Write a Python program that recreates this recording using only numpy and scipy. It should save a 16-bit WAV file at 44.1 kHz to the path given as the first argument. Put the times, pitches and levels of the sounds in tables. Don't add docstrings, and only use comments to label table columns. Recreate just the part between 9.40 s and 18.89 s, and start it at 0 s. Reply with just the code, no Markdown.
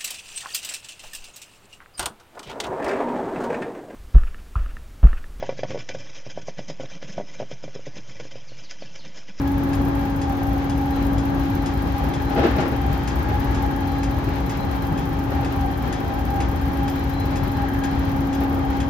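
import sys
import numpy as np
from scipy import signal
from scipy.fft import rfft, irfft
from scipy.io import wavfile

SR = 44100
rng = np.random.default_rng(int(sys.argv[2]) if len(sys.argv) > 2 else 0)


def dump(signal):
    limited = np.clip(np.atleast_2d(signal).T, -1, 1)
    pcm = np.round(limited * 32767).astype(np.int16)
    wavfile.write(sys.argv[1], SR, pcm)


N = 418509
TIME = np.arange(N) / SR
FREQ = np.maximum(np.arange(N // 2 + 1) * SR / N, 1)

FAN_HZ = 277 - .39 * TIME
# t/s, level/dB
FAN_LEVEL = [(0, -22.7), (.68, -27), (1.15, -24), (1.7, -26.3), (2.05, -24.5), (2.6, -29.5), (3.8, -31.5),
             (4.55, -28), (5.25, -31.8), (6.3, -28), (6.42, -34), (7.1, -32.5), (7.4, -27), (8.0, -29.5),
             (8.3, -26.7), (9.49, -25)]
# t/s, level/dB
FAN_OCTAVE = [(0, -41), (3, -46.5)]


def fan_drone():
    beat_hz, in_step_s, second_fan_db = .72, 3.17, -16.5
    phase = turn(FAN_HZ + .46 * walk(8.15))
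    slip = 2 * np.pi * beat_hz * (TIME - in_step_s)
    blades = np.sin(phase) + undb(second_fan_db) * np.sin(phase - slip)
    blades = blades * undb(curve(FAN_LEVEL) + .5 * walk(5.7)) * pan(.26)
    octave = np.sin(2 * phase + np.array([[0], [1.2]])) * undb(curve(FAN_OCTAVE) + walk(1.9))
    return np.sqrt(2) * (blades + octave)


# t/s, f/Hz
WHINE_PITCH = [(0, 830), (.7, 812), (.9, 797), (1.15, 794), (1.45, 811), (2.9, 813), (3.2, 818), (3.5, 797),
               (3.9, 833), (4.15, 823), (4.9, 819), (5.4, 806), (6.0, 801), (6.25, 795), (7.0, 801),
               (7.45, 810), (8.35, 817), (9.1, 806)]
# t/s, length/s, level/dB
WHINE_FLARES = [(.55, .16, -36.5), (.82, .14, -30), (.96, .24, -36), (1.39, .15, -29.5), (2.55, .1, -32),
                (2.9, .22, -29.5), (3.15, .1, -28.5), (3.33, .22, -33), (3.85, .18, -30.5),
                (4.05, .11, -31.5), (4.19, .13, -28), (4.36, .3, -38), (5.2, .15, -36), (5.93, .12, -29.5),
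                (6.15, .18, -31), (6.68, .14, -33), (6.87, .19, -28), (7.08, .09, -32.5), (7.35, .19, -33),
                (8.17, .11, -28), (8.39, .18, -32.5), (8.95, .43, -36.5)]
# pitch ratio, width/Hz, resting level/dB
WHINE_SIDEBANDS = [(.938, 36, -44), (1.055, 44, -45)]
# t/s, length/s, level/dB
OVERTONE_SWELLS = [(3.65, 0.87, -52.5), (8.15, 0.45, -48)]


def vent_whine():
    rest_db = -38.7
    hz = curve(WHINE_PITCH) + 2.4 * walk(8.6)
    gain = swells(WHINE_FLARES, rest_db, fade_s=.078)
    tone = np.sqrt(2) * np.sin(turn(hz) + np.array([[0], [.7]])) * undb(-1 + 2 * walk(24))
    breath = undb(-9.5) * cabin_band(hz, width_hz=61, diffuse=1)
    edges = sum(undb(db) * cabin_band(ratio * hz, width, diffuse=1)
                for ratio, width, db in WHINE_SIDEBANDS)
    edges *= (gain / undb(rest_db)) ** .45
    overtone = undb(4.5) * cabin_band(2 * hz, width_hz=59, diffuse=.79)
    overtone += undb(2.5) * cabin_band(1690, width_hz=610, diffuse=.99)
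    overtone *= swells(OVERTONE_SWELLS, rest_db=-55.5, fade_s=.14)
    return (gain * (tone + breath) + edges + overtone) * pan(1.8)


# t/s, length/s, level/dB
SQUEAL_FLARES = [(1.47, .22, -58.5), (1.65, 1.2, -62.5), (2.83, .12, -56), (4.45, .22, -58),
                 (4.67, .8, -62), (5.15, .12, -54), (7.52, .83, -58.5), (7.71, .18, -53.5),
                 (7.93, .11, -55.5), (8.42, .26, -58)]
# t/s, level/dB
WHISTLE_OCTAVE = [(0, -69), (1.3, -64), (3.0, -70), (4.1, -65), (6, -72)]
# f/Hz, width/Hz, level/dB
MOTOR_LINES = [(2323, 45, -59.5), (3265, 50, -63.5)]


def motor_whistles():
    squeal_hz, lower_hz = 4066, 11.505 * FAN_HZ
    throb_hz, throb_peak_s = 1.02, 4.53
    clear = undb(-1.7) * whistle(squeal_hz, tremble_hz=5, flutter_db=3.6)
    rub = undb(-4.5) * cabin_band(squeal_hz, width_hz=60, diffuse=.83)
    squeal = (clear + rub) * swells(SQUEAL_FLARES, rest_db=-68, fade_s=.045)
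    build_up = undb(np.interp(TIME, [0, 2.7], [-66, -57.5]))
    throb = 1 + .45 * np.cos(2 * np.pi * throb_hz * (TIME - throb_peak_s))
    lower = build_up * throb * whistle(lower_hz, tremble_hz=.99, flutter_db=1.5)
    octave = undb(curve(WHISTLE_OCTAVE)) * whistle(2 * lower_hz, tremble_hz=2.3, flutter_db=1.5)
    lines = sum(undb(db) * cabin_band(hz, width, diffuse=.45) for hz, width, db in MOTOR_LINES)
    return (squeal + lower + octave + lines) * pan(5)


def whistle(hz, tremble_hz, flutter_db):
    flutter = undb(flutter_db * np.array([walk(26), walk(21)]))
    phase = turn(hz + tremble_hz * walk(23))
    return np.sqrt(2) * flutter * np.sin(phase + np.array([[1], [0]]))


# t/s, level/dB, thud f/Hz, thud boost/dB
KNOCKS = [(2.632, -28, 132, 6), (2.905, -28, 261, 4), (2.96, -22.5, 400, 1), (2.975, -19.5, 655, 1),
          (2.992, -22, 280, 2), (3.027, -20, 285, 4), (3.035, -19, 348, 6), (3.046, -20.5, 455, 1.5),
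          (3.077, -26, 235, 4), (3.153, -25, 200, 2), (3.182, -18.2, 145, 4), (3.222, -25.5, 345, 2),
          (3.252, -25, 260, 0), (3.321, -28.5, 120, 3), (3.886, -27, 102, 6), (4.876, -28, 102, 6),
          (5.917, -27, 102, 3), (6.026, -29, 132, 7), (9.009, -27, 270, 3)]
# f/Hz, relative level/dB, t60/s
CAR_BODY = [(90, -12, .4), (180, -6, .38), (290, 1, .32), (450, 0, .26), (680, -4, .26), (1000, -13, .36),
            (1600, -15.5, .42), (2800, -23.5, .38), (5500, -35, .3), (8000, -50, .2)]


def wheel_knocks():
    times, levels_db = np.transpose(KNOCKS)[:2]
    mid, side = white()
    side = shape(side, np.minimum(FREQ / 1100, 1))
    body = unit(shape(np.array([mid + side, mid - side]), undb(over_freq(CAR_BODY))))
    out = 0
    for centre_hz, _, t60 in CAR_BODY:
        band = over_freq([(hz, hz == centre_hz) for hz, _, _ in CAR_BODY])
        out += shape(body, band) * hits(times, levels_db, t60, rise_s=.0013)
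    for start, db, hz, boost_db in KNOCKS:
        panel = np.sqrt(2) * np.sin(2 * np.pi * hz * (TIME - start))
        out += panel * hits([start], [db + boost_db], t60=.15, rise_s=.005)
    return out * pan(3)


# t/s, level/dB, clack boost/dB, ring boost/dB
SNAPS = [(0.3314, -40, 0, -8), (0.814, -40.5, -4, -7), (1.296, -40.5, -5, -1), (1.78, -41, -9, 1),
         (2.259, -38.5, -2, -5), (2.736, -40.5, 3, 6), (3.2036, -42, -2, -6), (3.675, -36.5, 0.5, -7),
         (4.145, -41.5, -1, -5), (4.631, -38, 2, -4), (5.0946, -39.5, -1, -5), (5.575, -43, 3, 3),
         (6.046, -40.5, -1, -5), (6.526, -38.5, 1, 2), (7.003, -38.5, 3, -8), (7.479, -39, 1, -6),
         (7.9568, -39, 0, -3), (8.436, -37.5, 0, 0), (8.9286, -41, -4, -1), (9.401, -39, 2, 3)]
# f/Hz, relative level/dB
SNAP_EQ = [(800, -12), (1700, 10), (3000, 2.5), (5000, -3.5), (5700, -5), (7000, 1), (9500, -2.5),
           (12000, -10), (16000, -33)]


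def lens_snaps():
    times, levels_db, clack_db, ring_db = np.transpose(SNAPS)
    nearest_snap = np.argmin(abs(TIME[:, None] - times), axis=1)
    crack = casing(SNAP_EQ)
    for hz, width_hz, boost_db in ((2100, 1500, clack_db), (3400, 450, ring_db)):
        band = 1 / (1 + (2 * (FREQ - hz) / width_hz) ** 4)
        crack += shape(crack, band) * (undb(boost_db)[nearest_snap] - 1)
    lowpass = 1 / (1 + (FREQ / 7300) ** 16)
    lows = shape(crack, lowpass)
    highs = crack - lows
    crack = (highs + lows * pan(6.4)) * hits(times, levels_db + 4.5, t60=.14, rise_s=.00048)
    tail = shape(casing(SNAP_EQ, ringing=1.6), lowpass) * pan(4.4)
    return crack + tail * hits(times, levels_db - 2.5, t60=.27, rise_s=.0092)


# t/s after the snap, chance/0-1, relative level/dB
STEPS = [(.014, .4, 0), (.077, 1, 0), (.111, 1, -2.5), (.157, 1, -.5), (.214, 1, .5), (.258, 1, -2),
         (.273, .5, -4), (.323, 1, .5), (.371, 1, .5), (.43, 1, .5)]
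# f/Hz, relative level/dB
STEP_EQ = [(3000, -17), (6000, -12.5), (8000, -5.5), (10500, -4.5), (12000, -3), (14000, 0), (15600, -6)]


def lens_steps():
    sweep_s, catch_lead_s, hiss_db = .474, .017, -64
    snap_times = np.transpose(SNAPS)[0]
    starts = np.append(snap_times[0] - sweep_s, snap_times)
    delay, chance, step_db = np.transpose(STEPS)
    scatter = rng.standard_normal((len(starts), len(STEPS), 3))
    played = rng.random((len(starts), len(STEPS))) < chance
    times = (starts[:, None] + delay + .004 * scatter[..., 0])[played]
    levels_db = (step_db + 1.3 * scatter[..., 1])[played]
    catch_db = (-14.5 + 4.5 * scatter[..., 2])[played]
    step = hits(times, levels_db, t60=.028, rise_s=.003)
    catch = hits(times - catch_lead_s, catch_db, t60=.028, rise_s=.003)
    ticks = casing(STEP_EQ) * (undb(-33.5) * np.hypot(step, catch) + undb(hiss_db))
    tail = casing(STEP_EQ, ringing=1.6) * hits(times, levels_db - 47, t60=.14, rise_s=.0034)
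    return ticks + tail


# f/Hz, width/Hz, boost/dB
CASING_MODES = [(2600, 160, 6), (3380, 120, 13), (4800, 170, 9), (5180, 220, 12), (6270, 130, 12),
                (6900, 150, 9), (7400, 70, 7), (8780, 110, 11), (8980, 70, 9), (10030, 90, 6),
                (12380, 90, 4), (12986, 60, 5), (13216, 80, 7.5), (14100, 200, 3)]
# f/Hz, left lead/rad
CASING_PHASE = [(5200, .8), (5700, -1.4), (7000, -2.1), (7700, -2.8), (8700, -3.2), (11000, -4.8),
                (13500, -6.25), (16000, -6.6)]


def casing(eq, ringing=1):
    boost_db = sum(db / (1 + (2 * (FREQ - hz) / width) ** 2) for hz, width, db in CASING_MODES)
    spread = np.exp(1j * np.array([[.5], [-.5]]) * over_freq(CASING_PHASE))
    return unit(shape(white(channels=1), undb(over_freq(eq) + ringing * boost_db) * spread))


def lens_squeak(at_s=7.52, length_s=.06, hz=13720, db=-53):
    envelope = np.exp(-(2 * (TIME - at_s) / length_s) ** 4)
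    return undb(db) * envelope * np.sqrt(2) * np.sin(turn(hz + 90 * walk(80)))


# t/s, level/dB
AIRFLOW = [(0, -46), (1.8, -45), (3.2, -41.5), (5.7, -45.5), (8.2, -43), (9.49, -45)]
# f/Hz, level/dB per Hz
AIR_SPECTRUM = [(60, -57.5), (200, -57.5), (450, -62), (680, -63), (1000, -64), (1200, -65), (1400, -69),
                (1750, -71), (2100, -74), (3000, -79.5), (4300, -84.5), (6900, -94.5), (8200, -106),
                (15000, -112)]
# f/Hz, left minus right/dB
AIR_PAN = [(1500, 2.5), (3000, 4), (6000, 9), (9000, 3)]
# f/Hz, width/Hz, level/dB at mean flow
DUCT_MODES = [(241, 22, -43.5), (335.8, 66, -40.5), (886, 105, -45.5)]


def air_rush():
    flow_db = curve(AIRFLOW)
    flow_db -= np.mean(flow_db)
    rush = shape(white(), undb(over_freq(AIR_SPECTRUM)) * pan(over_freq(AIR_PAN)))
    hiss = shape(rush, 1 / (1 + (1400 / FREQ) ** 4))
    hiss_gain = undb(.67 * flow_db + 1.1 * walk(11.5))
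    duct = sum(undb(db) * cabin_band(hz, width, diffuse=min(hz / 950, 1))
               for hz, width, db in DUCT_MODES)
    lows = (rush - hiss) * undb(1.04 * walk(5))
    return lows + hiss * hiss_gain + duct * undb(.73 * flow_db) * pan(1.9)


# f/Hz, level/dB per Hz
RUMBLE_SPECTRUM = [(20, -62), (41, -54.5), (55, -38), (68, -40), (100, -44.5), (150, -48), (205, -54),
                   (330, -57.5), (450, -63.5), (700, -80), (1500, -107)]
# t/s, length/s, relative level/dB
RUMBLE_SURGES = [(.35, .18, 1), (1.58, .18, .5), (3.44, .16, 1.5), (3.85, .38, -3.5)]


def floor_rumble():
    rolling = shape(white(channels=1), undb(over_freq(RUMBLE_SPECTRUM)))
    return rolling * swells(RUMBLE_SURGES, rest_db=-2, fade_s=.15) * pan(2.6)


def undb(db):
    return 10 ** (np.asarray(db) / 20)


def unit(x):
    return x / np.sqrt(np.mean(x ** 2))


def curve(points):
    return np.interp(TIME, *np.transpose(points))


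def over_freq(points):
    hz, value = np.transpose(points)[:2]
    return np.interp(np.log(FREQ), np.log(hz), value)


def shape(x, gain):
    return irfft(rfft(x) * gain, N)


def pan(left_db):
    return undb(np.array([[.5], [-.5]]) * left_db)


def white(channels=2):
    return rng.standard_normal((channels, N)) * np.sqrt(SR / 2)


def walk(rate_hz):
    return unit(shape(rng.standard_normal(N), 1 / (1 + (FREQ / rate_hz) ** 4)))


def turn(hz):
    return 2 * np.pi * np.cumsum(hz * np.ones(N)) / SR


def wavering(hz, width_hz):
    phase = turn(hz)
    return unit(walk(width_hz / 2) * np.cos(phase) + walk(width_hz / 2) * np.sin(phase))


def cabin_band(hz, width_hz, diffuse):
    return wavering(hz, width_hz) + diffuse * np.array([[1], [-1]]) * wavering(hz, width_hz)


def hits(times, levels_db, t60, rise_s):
    power = np.zeros(N)
    age = TIME[:SR]
    hit_power = ((1 - np.exp(-age / rise_s)) * np.exp(-np.log(1000) * age / t60)) ** 2
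    for start, db in zip(times, levels_db):
        i = int(start * SR)
        if 0 <= i < N:
            power[i:i + SR] += undb(db) ** 2 * hit_power[:N - i]
    return np.sqrt(power)


def swells(table, rest_db, fade_s):
    power = undb(rest_db) ** 2
    for start, length, db in table:
        inside_s = np.minimum(TIME - start, start + length - TIME)
        power = power + undb(db) ** 2 * np.clip(inside_s / fade_s, 0, 1)
    return np.sqrt(power)


def scene():
    conditioner = fan_drone() + vent_whine() + motor_whistles() + air_rush()
    train = floor_rumble() + wheel_knocks()
    lens = lens_steps() + lens_snaps() + lens_squeak()
    return conditioner + train + lens


def record(dry):
    low_cut = signal.butter(2, 28, "highpass", fs=SR, output="sos")
    high_cut = signal.ellip(10, .2, 80, 15800, fs=SR, output="sos")
    return signal.sosfilt(high_cut, signal.sosfilt(low_cut, dry))


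dry = scene()
out = record(dry)
dump(out)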